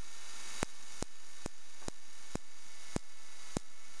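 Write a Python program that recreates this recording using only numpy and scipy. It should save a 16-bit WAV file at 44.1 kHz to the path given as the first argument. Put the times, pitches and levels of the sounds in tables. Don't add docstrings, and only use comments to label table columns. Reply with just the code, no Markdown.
import sys
import numpy as np
from scipy import signal
from scipy.fft import rfft, irfft
from scipy.io import wavfile

SR = 44100
rng = np.random.default_rng(int(sys.argv[2]) if len(sys.argv) > 2 else 0)


def wrap_up_sound(samples):
    columns = np.atleast_2d(samples).T
    tamed = np.clip(columns, -1, 1)
    steps = np.round(tamed * 32767).astype(np.int16)
    wavfile.write(sys.argv[1], SR, steps)


N = 176400
TIME = np.arange(N) / SR

# start in seconds; the pop's level in dB, ring in Hz, decay and rise in seconds; spike,
# crack and room send in dB; the hiss just afterwards in dB and its growth in dB per second.
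DISCHARGES = [(0.6298, -18, 210, 0.00095, 0.0001, -11, -11, -13.5, -60.5, 17.5),
              (1.0257, -18, 200, 0.00085, 0.00014, -35, -16, -18.5, -63.5, 15.5),
              (1.461, -19.5, 201, 0.00088, 0.0002, -27.5, -19.5, -18, -63.5, 14),
              (1.8837, -21, 205, 0.00088, 0.000088, -42, -18.5, -19, -64, 17),
              (2.3550, -18, 173, 0.0013, 0.00014, -31, -22.5, -13, -64, 15),
              (2.9633, -15.5, 160, 0.0016, 0.00016, -25.5, -18.5, -11.5, -64.5, 16.5),
              (3.5686, -15.5, 167, 0.0016, .00017, -26.5, -16, -11, -64.5, 14.5)]
# centre in Hz, width in Hz, gain in dB.
SNAP_RESONANCES = [(2490, 280, 4), (2780, 410, -5.5), (3480, 160, -8), (4110, 470, 6.5), (4510, 330, -9),
                   (5040, 530, 4), (5950, 230, -6), (6830, 420, 3), (8950, 440, 0), (11550, 350, -2)]
SAG_SHARE, SAG_RECOVERY_S = 0.19, 0.034
SPIKE_S, CRACK_HZ, CRACK_DECAY_S = 0.00008, 7200, 0.00007
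SCATTER_DB, ROOM_DB, ROOM_T60_S = -24, -46, 0.17
WALL_S, WALL_DB, BOUNCE_LOSS_DB, WALL_SMEAR_S = 0.0147, -22, 9, 0.00075

def sparks():
    pops, snaps, scatter, room = np.zeros((4, N))
    for start, pop_db, pop_hz, decay_s, rise_s, spike_db, crack_db, send_db, *_ in DISCHARGES:
        phase_per_hz = 2 * np.pi * (TIME - round(start * SR) / SR)
        ring = dying(start, decay_s) * np.cos(pop_hz * phase_per_hz)
        sag = SAG_SHARE * dying(start, SAG_RECOVERY_S)
        pops -= from_db(pop_db) * (ring + sag) * (1 - dying(start, rise_s))
        snaps -= from_db(spike_db) * dying(start + SPIKE_S, SPIKE_S)
        snaps -= 2 * from_db(crack_db) * dying(start, CRACK_DECAY_S) * np.sin(CRACK_HZ * phase_per_hz)
        scatter += from_db(send_db + SCATTER_DB) * dying(start, decay_s=0.003)
        room += from_db(send_db + ROOM_DB) * dying(start + WALL_S, ROOM_T60_S / np.log(1000))
        for bounce in (1, 2, 3):
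            slap_db = send_db + WALL_DB - BOUNCE_LOSS_DB * (bounce - 1)
            room += from_db(slap_db) * dying(start + WALL_S * bounce, WALL_SMEAR_S * bounce)
    near = cut(scatter * rng.standard_normal(N), 3240, "high")
    far = cut(room * rng.standard_normal(N), 4200, "high", order=4)
    return resonate(pops + snaps + near, SNAP_RESONANCES) + cut(far, 8600, "low")


FIRST_HISS_DB, FIRST_GROWTH_DB_PER_S = -58.5, 16

def charge_db():
    level_db = FIRST_HISS_DB + FIRST_GROWTH_DB_PER_S * TIME
    for start, *_, after_db, growth in DISCHARGES:
        level_db = np.where(TIME >= start, after_db + growth * (TIME - start), level_db)
    return level_db


# frequency in Hz, relative level in dB.
CORONA_SPECTRUM = [(30, -18), (130, -15), (240, -3), (520, -14), (900, -4), (1400, -3.5), (2400, -7),
                   (3400, -4), (5000, -3.5), (6800, 4.5), (7900, -7), (9500, -2.5), (12000, -6),
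                   (15000, -1.5)]
# centre in Hz, width in Hz, gain in dB.
MACHINE_RESONANCES = [(1220, 52, 0.5), (1394, 130, 5), (1745, 60, 4), (1830, 120, -1.5), (2110, 71, 4),
                      (2210, 100, 7), (2400, 130, -2.5), (2533, 33, 7.5), (2694, 40, 2), (2953, 110, 4),
                      (3193, 160, -6), (3840, 98, 8.5), (4060, 240, -2.5), (4504, 145, 6.5),
                      (4784, 245, 6.5), (5300, 320, -2.5), (5570, 250, 3.5), (9180, 450, 4.5),
                      (10460, 170, 1.5), (11250, 240, 5.5), (12150, 200, 9.5)]
GRAINS_PER_S = 3000
GRAIN_SPREAD_DB, GRAIN_DB, SMOOTH_DB = 3.5, 2, 1

def corona(level_db):
    fires = rng.random(N) < GRAINS_PER_S * from_db(level_db - level_db.mean()) / SR
    sizes = from_db(GRAIN_SPREAD_DB * np.minimum(rng.exponential(1, N), 5))
    grains = fires * sizes * rng.choice([-1, 1], N)
    grains = rms_one(grains / from_db(level_db / 2))
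    fizz = from_db(GRAIN_DB) * grains + from_db(SMOOTH_DB) * rng.standard_normal(N)
    hiss = resonate(shaped(fizz, CORONA_SPECTRUM), MACHINE_RESONANCES)
    return from_db(level_db) * fizz.std() * rms_one(hiss)


# time in seconds, speed in turns per second.
DISC_SPEED = [(0, 28.33), (.2, 28.34), (.62, 27.96), (.8, 27.94), (1.02, 27.7), (1.2, 27.93), (1.46, 27.77),
              (1.75, 27.97), (1.88, 27.84), (2.14, 28.02), (2.35, 27.61), (2.62, 27.92), (2.97, 27.14),
              (3.2, 27.47), (3.57, 26.94), (3.8, 27.54), (4, 27.89)]
# cycles per turn (rounded when played), then dB at mean charge at each of WHINE_TIMES_S.
WHINE_PARTIALS = [(24, -84, -90, -77.5), (29, -79.5, -81.5, -80.5), (32, -75.5, -76.5, -75.5),
                  (37, -82, -85, -80), (42, -79, -78, -78), (48, -72.5, -84, -72.5), (56, -82, -78, -89),
                  (63.8, -71.5, -70.5, -71.5), (73.3, -78, -78, -71), (79.92, -73, -74, -68),
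                  (90.6, -74.5, -73, -84), (137.8, -72.5, -73, -81)]
# frequency in Hz, level in dB.
HUM_PARTIALS = [(36.8, -90), (73.6, -88.5), (92, -85)]
WHINE_TIMES_S = (0.17, 1.67, 2.9)
SPEED_WOBBLE, WHINE_CHARGE_SHARE, FLUTTER_DB = 0.0012, 0.99, 1.57

def disc(level_db):
    speed = np.interp(TIME, *np.transpose(DISC_SPEED)) * (1 + SPEED_WOBBLE * drift(rate_hz=19.2))
    turns = np.cumsum(speed) / SR
    swell_db = level_db - level_db.mean()
    whine = np.zeros(N)
    for cycles, *levels_db in WHINE_PARTIALS:
        partial_db = np.interp(TIME, WHINE_TIMES_S, levels_db) + WHINE_CHARGE_SHARE * swell_db
        partial_db += FLUTTER_DB * drift(rate_hz=24)
        whine += from_db(partial_db) * np.sin(2 * np.pi * (round(cycles) * turns + rng.random()))
    hum = sum(from_db(db) * np.sin(2 * np.pi * (hz * TIME + rng.random())) for hz, db in HUM_PARTIALS)
    return np.sqrt(2) * (whine + hum) + brushes(turns, swell_db)


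# frequency in Hz, relative level in dB.
BRUSH_SPECTRUM = [(30, -30), (140, -26), (280, -2), (550, 1), (850, -3.5), (1400, -2), (2200, -2),
                  (3000, 2), (4000, 1.5), (6000, -9), (9000, -17)]
BRUSH_DB = -63

def brushes(turns, swell_db):
    track = irfft(np.exp(2j * np.pi * rng.random(size=500)), 4096)
    roughness = np.interp(turns, np.arange(len(track)) / len(track), track, period=1)
    rub = resonate(shaped(roughness, BRUSH_SPECTRUM), MACHINE_RESONANCES)
    return from_db(BRUSH_DB + swell_db) * rms_one(rub)


# start in seconds, level in dB, decay in seconds, top cut in Hz.
SCUFF_EVENTS = [(.455, -65, .04, 170), (1.816, -54, .04, 2300), (2.655, -67, .025, 160)]
# frequency in Hz, relative level in dB.
SCUFF_SPECTRUM = [(60, -22), (150, -7), (230, 0), (900, 1), (2200, -1), (4000, -20), (15000, -25)]

def scuffs():
    rub = shaped(rng.standard_normal(N), SCUFF_SPECTRUM)
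    return sum(from_db(db) * dying(start, decay_s) * rms_one(cut(rub, top_hz, "low"))
               for start, db, decay_s, top_hz in SCUFF_EVENTS)


# frequency in Hz, relative level in dB.
ROOM_TONE_SPECTRUM = [(30, 3), (130, -10), (240, 5.5), (600, -1), (2000, -0.5), (8000, -39), (15000, -27)]
ROOM_TONE_DB = -73.5

def room_tone():
    return from_db(ROOM_TONE_DB) * shaped(rng.standard_normal(N), ROOM_TONE_SPECTRUM)


def from_db(db):
    return 10 ** (np.asarray(db) / 20)


def rms_one(x):
    return x / np.sqrt(np.mean(x ** 2) + 1e-20)


def cut(x, hz, kind, order=2):
    return signal.sosfilt(signal.butter(order, hz, kind, fs=SR, output="sos"), x + 1e-18)


def shaped(x, spectrum):
    hz, db = np.transpose(spectrum)
    bins_hz = np.maximum(np.arange(N // 2 + 1) * SR / N, 1)
    gain = from_db(np.interp(np.log(bins_hz), np.log(hz), db))
    return rms_one(irfft(rfft(x) * gain, N))


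def resonate(x, table):
    for hz, width_hz, db in table:
        gain, half_width = from_db(db / 2), np.pi * width_hz / SR
        tuning = -2 * np.cos(2 * np.pi * hz / SR)
        forward = [1 + half_width * gain, tuning, 1 - half_width * gain]
        feedback = [1 + half_width / gain, tuning, 1 - half_width / gain]
        x = signal.lfilter(forward, feedback, x + 1e-18)
    return x


def drift(rate_hz):
    return rms_one(cut(rng.standard_normal(N + SR), rate_hz, "low")[SR:])


def dying(start_s, decay_s):
    age = TIME - round(start_s * SR) / SR
    return (age >= 0) * np.exp(-np.clip(age / decay_s, 0, 60))


def scene():
    level_db = charge_db()
    return (corona(level_db) + disc(level_db) + sparks() + room_tone() + scuffs())[None]


# centre in Hz, width in Hz, gain in dB.
MICROPHONE_NOTCH = [(4420, 70, -16)]
MIC_TOP_HZ, MIC_LEAK_DB, MIC_BIAS, CUTOFF_HZ = 9600, -33.5, 0.021, 15700

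def record(dry):
    dull = cut(resonate(dry, MICROPHONE_NOTCH), MIC_TOP_HZ, "low", order=6)
    leak = from_db(MIC_LEAK_DB) * dry
    top_cut = signal.ellip(10, 0.1, 70, CUTOFF_HZ, fs=SR, output="sos")
    return MIC_BIAS + signal.sosfilt(top_cut, dull + leak)


dry = scene()
out = record(dry)
wrap_up_sound(out)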